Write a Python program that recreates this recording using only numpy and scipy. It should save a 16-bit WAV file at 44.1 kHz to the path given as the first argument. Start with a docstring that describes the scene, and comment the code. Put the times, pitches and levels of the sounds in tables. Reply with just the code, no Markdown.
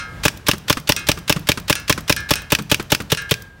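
"""An open parking area, where a paintball marker fires sixteen quick shots close by.
Each shot is a clatter of trigger and hammer, a blast of gas down the barrel, a pop at the muzzle and
the bolt clacking back; the last two shots have no ball. The asphalt and a row of trees echo the shots.
Far off, the balls slap a sign board or ring a steel pole. A light wind rumbles underneath."""
import sys
import numpy as np
from scipy import signal
from scipy.fft import rfft, irfft, next_fast_len
from scipy.io import wavfile
from scipy.ndimage import map_coordinates

SR = 44100
rng = np.random.default_rng(int(sys.argv[2]) if len(sys.argv) > 2 else 0)


def waveform_to_disk(signal):
    """Save audio, clipped to [-1, 1], as 16-bit WAV at the path in sys.argv[1]."""
    frames = np.transpose(np.atleast_2d(signal))
    scaled = np.clip(frames, -1, 1) * 32767
    samples = np.round(scaled).astype(np.int16)
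    wavfile.write(sys.argv[1], SR, samples)


N = 158760
T = np.arange(SR) / SR  # one second of sample times

# the shots (time [s], clatter level [dB], wait until the trigger clicks back [s])
SHOTS = [(0.2521, 1, 0.12), (0.4843, 0, 0.096), (0.6981, -1.5, 0.1), (0.8917, -4.5, 0.1), (1.0869, -3, 0.1),
         (1.2957, -3.5, 0.097), (1.4883, -5.5, 0.11), (1.698, -3, 0.1), (1.8961, -4, 0.11),
         (2.0958, -4.5, .107), (2.3074, -3.5, .111), (2.5207, -6, .1005), (2.715, -4, 0.11),
         (2.919, -4.5, 0.1), (3.1186, -5, .1), (3.3105, -10, 0.11)]
def marker(shots_with_ball=14):
    """Each pull of the trigger lets out a burst of gas and works the bolt."""
    out = np.zeros(N)
    click_colour = [(2000, -1.5), (6000, 0), (11000, -6.5), (14500, 0.5)]
    for i, (s, clatter_db, reset_s) in enumerate(SHOTS):
        loaded = i < shots_with_ball
        # with no ball in the way, less pressure builds up
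        blast_db, barrel_db, bolt_db = (0, 0, 0) if loaded else (-1.5, -9, -9.5)
        trigger_clatter(out, s, clatter_db)
        add(out, s - 0.0005, amp(blast_db) * gas_blast())
        add(out, s, amp(barrel_db + 5) * barrel_ring())
        add(out, s + 0.007395, muzzle_pop(loaded))
        bolt_return(out, s + 0.0293, bolt_db)
        # the trigger clicks back
        add(out, s + reset_s, amp(-29) * noise(click_colour) * envelope(0.0015, 0.0021, 0.019))
    return out


# tone of the pop with a ball, then without (frequency [Hz], level [dB])
LOADED_POP = [(25, -23), (60, 3.5), (140, 5.5), (220, 1.5), (300, 2), (450, -5.5), (600, -2.5),
              (760, -19.5), (1200, -9.5), (4000, -54)]
EMPTY_POP = [(30, -19), (90, 1), (150, 5), (260, -10), (440, 0), (560, -6), (720, -18), (4000, -31)]
def muzzle_pop(loaded):
    """Gas leaves the muzzle as one low thump of pressure."""
    db, colour = (13.5, LOADED_POP) if loaded else (14, EMPTY_POP)
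    return -amp(db) * pulse(colour)


# tone of the rushing gas (frequency [Hz], level [dB])
GAS_COLOUR = [(300, -15), (700, -11.5), (1000, 0), (1700, -4), (2100, -3.5), (2700, 2), (3500, 1),
              (4800, -8), (5400, -2.5), (7200, -10.5), (10500, -15.5), (15000, -14.5)]
# notes of the marker's metal body (pitch [Hz], level [dB], fade time [s])
BODY_NOTES = [(1617, -15, 0.029), (2530, -13, 0.038), (3447, -20.5, 0.055), (4605, -21.5, 0.07),
              (5220, -24.5, 0.079)]
def gas_blast():
    """Gas rushes out with a sharp hiss and sets the metal body ringing."""
    rush = amp(-9.5) * noise(GAS_COLOUR) * envelope(0.0012, 0.0056, 0.053)
    hiss = amp(-10) * noise([(3000, -23.5), (7000, -9), (15000, -7.5)])
    hiss *= envelope(0.00053, 0.0018, 0.0087)
    return rush + hiss + ring(BODY_NOTES, 0.00098, 2.8, size=SR // 8)


# notes of the air in the barrel (pitch [Hz], level [dB], fade time [s])
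BARREL_NOTES = [(316.4, -33, 0.1), (439, -9.5, 0.022), (579, -10.5, 0.026), (849, -14, 0.031),
                (993, -29, 0.041), (1215, -22, 0.017), (1707, -14.5, 0.037)]
def barrel_ring():
    """The air in the barrel rings briefly, as in a pipe."""
    return sum(amp(db) * envelope(0.0029, 0, fade_s) * np.sin(2 * np.pi * hz * T)
               for hz, db, fade_s in BARREL_NOTES)


# tone of the bolt (frequency [Hz], level [dB])
CLACK_COLOUR = [(200, -7), (800, -15), (1600, -1), (2000, -4.5), (2500, 3), (3400, -4), (4800, -5.5),
                (5400, -1.5), (7000, -12.5), (15000, -18)]
def bolt_return(out, s, db):
    """The bolt slides back and hits its stop at time s, ringing the body."""
    slide = amp(-17) * noise(CLACK_COLOUR) * envelope(0.0058, 0.0058, 0.041)
    clack = amp(-5) * noise(CLACK_COLOUR) * envelope(0.00062, 0.00096, 0.011)
    body = amp(-8) * ring(BODY_NOTES, 0.00071, 0.5, size=SR // 8)
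    add(out, s - 0.0045, amp(db) * slide)
    add(out, s, amp(db) * (clack + body))


# taps of trigger and hammer (time before the shot [s], level [dB])
TAPS = [(.0178, -18), (0.013, -20), (0.0099, -25.5)]
# their tone (frequency [Hz], level [dB])
TAP_COLOUR = [(200, -20.5), (900, -11.5), (1600, -6.5), (2600, -4), (3700, -3), (6000, -10.5),
              (10000, -17.5), (15000, -22.5)]
def trigger_clatter(out, s, db):
    """A faint hiss swells just before the shot, and trigger and hammer make three taps."""
    add(out, s - 0.023, amp(db - 35) * noise(TAP_COLOUR) * envelope(0.004, 0.0051, 0.02))
    for early_s, tap_db in TAPS:
        start = s - early_s + rng.normal(0, 0.0004)
        add(out, start, amp(db + tap_db) * noise(TAP_COLOUR) * envelope(0.001, 0.002, 0.037))


# balls hitting the sign (time [s], slap level [dB], boom level [dB])
SIGN_HITS = [(.533, -19, -32), (0.7704, -17.5, -31.5), (1.174, -27, -36.5), (1.362, -20, -28),
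             (1.574, -19, -32.5), (1.977, -18.5, -39), (2.587, -18, -24.5), (2.797, -18, -38),
             (3.002, -20, -31.5)]
# tone of the slap (frequency [Hz], level [dB])
SPLAT_COLOUR = [(150, 5.5), (400, 4.5), (700, -10.5), (1200, 3), (2000, -3.5), (4000, -9.5), (8000, -15),
                (15000, -26.5)]
# notes of the panel (pitch [Hz], level [dB], fade time [s])
SIGN_NOTES = [(130, -2.5, 0.34), (155.3, -1.5, 0.49), (178.8, 0.5, 0.24), (206.5, -0.5, 0.24),
              (295, -10, 0.2)]
def sign_board():
    """A ball bursts on the sign with a wet slap, and the panel booms."""
    out = np.zeros(N)
    for s, slap_db, boom_db in SIGN_HITS:
        slap = amp(slap_db) * noise(SPLAT_COLOUR) * envelope(0.00027, 0.001, 0.066)
        boom = amp(boom_db) * ring(SIGN_NOTES, 0.0024, 3.2)
        add(out, s, slap + boom)
    return out


# balls hitting the pole
# (time [s], ring level [dB], favoured pitch [Hz], clang level [dB], crack level [dB])
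STEEL_HITS = [(-.04, -31, 1320, -22.5, -23), (0.964, -34.5, 2600, -25, -13.5),
              (1.7536, -44, 5330, -25.5, -16.5), (2.164, -37, 1670, -27.5, -17),
              (2.356, -39.5, 2720, -26.5, -17), (3.172, -35.5, 1560, -28, -26)]
# main notes of the pole (pitch [Hz], level [dB], fade time [s])
POLE_NOTES = [(1276, -11.5, 0.86), (1404, -2, 0.42), (1610, -7.5, 1.43), (1642, -2, 0.71), (1730, -2, 0.64),
              (5700, -6, 0.29), (9300, -5, .18), (2135, -1.5, 0.66), (2514, 0.5, 0.27), (2745, -12.5, 0.45),
              (3200, -3, 0.37), (3935, -2, 0.31), (4180, -6, 0.35), (5100, -4, 0.33)]
def steel_pole(boost_db=11.5, width_octaves=0.22):
    """A ball bursts on the pole: a crack, a clang and a long ring."""
    out = np.zeros(N)
    hz, db, fade_s = np.transpose(POLE_NOTES)
    for s, ring_db, favoured_hz, clang_db, crack_db in STEEL_HITS:
        # the spot that is hit brings out the notes near one pitch
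        nearness = np.exp(-(np.log2(hz / favoured_hz) / width_octaves) ** 2)
        notes = zip(hz, db + boost_db * nearness, fade_s)
        crack = amp(crack_db) * noise([(1000, 2), (4000, 5), (15000, 0)])
        crack *= envelope(0.0001, 0.00062, 0.015)
        clang = amp(clang_db) * pole_clang()
        add(out, s, crack + clang + amp(ring_db) * ring(notes, 0.00086, 0.73))
    return out


# tone of the pole's wall (frequency [Hz], level [dB])
WALL_COLOUR = [(1100, -9), (1650, -2), (2000, -9), (2600, 0), (3400, -7), (4150, -2), (4750, -10),
               (5400, 0), (7400, -11), (9100, -3), (10100, -18)]
def pole_clang(count=56):
    """A hit wakes many weak, unevenly spaced notes in the pole's wall."""
    spread = (np.arange(count) + rng.uniform(0, 1, count)) / count
    hz = 1100 + 9000 * spread ** 1.4
    db = np.interp(hz, *np.transpose(WALL_COLOUR))
    db -= 10 * np.log10(np.sum(amp(db) ** 2) / 2)  # scale the total power to 1
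    fade_s = 0.33 * (1730 / hz) ** 0.44  # high notes die sooner
    return ring(zip(hz, db, fade_s), 0.00027, 3.35, size=SR // 2)


# tone of the echo from the trees (frequency [Hz], level [dB])
TREE_COLOUR = [(100, 6), (1300, -0.5), (3000, -3.5), (15000, -8)]
def outdoors(x):
    """The sound bounces off the asphalt, off things nearby and, softly, off the trees."""
    out, echo = x.copy(), np.zeros(SR)
    dull_bounce = signal.lfilter(*signal.butter(1, 1390, fs=SR), x)
    add(out, 0.0068, amp(-13.5) * dull_bounce)
    nearby = noise([(100, 3.5), (600, -4.5), (2000, -8.5), (6000, -2), (15000, -5)])
    nearby *= envelope(0.0046, 0.011, 0.36)
    trees = noise(TREE_COLOUR) * envelope(0.013, 0.042, 0.203)
    add(echo, 0.008, amp(-22) * nearby / np.linalg.norm(nearby))
    add(echo, 0.07, amp(-36) * trees / np.linalg.norm(trees))
    return out + signal.fftconvolve(x, echo)[:N]


# tone of the wind (frequency [Hz], level [dB])
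WIND_COLOUR = [(20, -31), (55, 4), (150, -1.5), (300, -13), (600, -17), (1500, -18.5), (4000, -29.5),
               (15000, -43.5)]
# its slow rise and fall (time [s], level [dB])
WIND_LEVELS = [(0, -35), (.6, -40.5), (1.2, -38), (2.2, -39.5), (3.2, -42.5), (3.6, -43.5)]
def wind(gust_db=1.8, changes_per_s=14):
    """Moving air makes a low, slightly uneven rumble."""
    steps = rng.standard_normal(int(N * changes_per_s / SR) + 4)
    gusts = map_coordinates(steps, [np.arange(N) * changes_per_s / SR])  # glide between the steps
    db = np.interp(np.arange(N) / SR, *np.transpose(WIND_LEVELS))
    return noise(WIND_COLOUR, size=N) * amp(db + gust_db * gusts)


def amp(db):
    """Turn decibels into a multiplier."""
    return 10 ** (np.asarray(db) / 20)


def gains(colour, size):
    """Turn a colour, a list of (frequency [Hz], level [dB]), into a gain for each frequency."""
    hz, db = np.transpose(colour)
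    return amp(np.interp(np.log(np.fft.rfftfreq(size, 1 / SR) + 1), np.log(hz), db))


def noise(colour, size=SR):
    """Noise with the given tone and an average power of 1."""
    x = irfft(rfft(rng.standard_normal(size)) * gains(colour, size), size)
    return x / np.sqrt(np.mean(x ** 2) + 1e-20)


def pulse(colour):
    """One push of air with the given tone and an energy of 1."""
    cepstrum = irfft(np.log(gains(colour, SR)), SR)
    # folding the second half onto the first packs the energy at the start
    cepstrum[1:SR // 2] *= 2
    cepstrum[SR // 2 + 1:] = 0
    push = irfft(np.exp(rfft(cepstrum)), SR)
    return push / np.linalg.norm(push)


def envelope(rise_s, hold_s, fade_s):
    """Rise, hold, then fade; a fade time is how long a 60 dB drop takes."""
    return (1 - np.exp(-T / rise_s)) * 1000 ** (-np.maximum(T - hold_s, 0) / fade_s)


def ring(notes, rise_s, scatter_db, size=SR):
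    """Fading notes of a struck object, each a little louder or softer at every hit."""
    t, out = T[:size], np.zeros(size)
    for hz, db, fade_s in notes:
        level = amp(db + scatter_db * rng.normal()) * 1000 ** (-t / fade_s)
        out += level * np.sin(2 * np.pi * hz * t + rng.uniform(0, 2 * np.pi))
    return np.pad(out * (1 - np.exp(-t / rise_s)), (0, SR - size))


def add(track, s, x):
    """Mix x into the track at time s."""
    k = round(s * SR)
    x = x[max(-k, 0):max(len(track) - k, 0)]
    track[max(k, 0):][:len(x)] += x


def scene():
    """Mix the shots, the hits and the wind into one channel."""
    return (outdoors(marker()) + sign_board() + steel_pole() + wind())[None]


def record(dry):
    """The recorder rounds off loud peaks and cuts the highest treble."""
    ceiling, top_hz = 1.05, 16000
    rounded = dry / (1 + np.abs(dry / ceiling) ** 4) ** (1 / 4)
    size = next_fast_len(N + SR // 2)
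    hz = np.fft.rfftfreq(size, 1 / SR)
    return irfft(rfft(rounded, size) / np.sqrt(1 + (hz / top_hz) ** 160), size)[:, :N]


dry = scene()
out = record(dry)
waveform_to_disk(out)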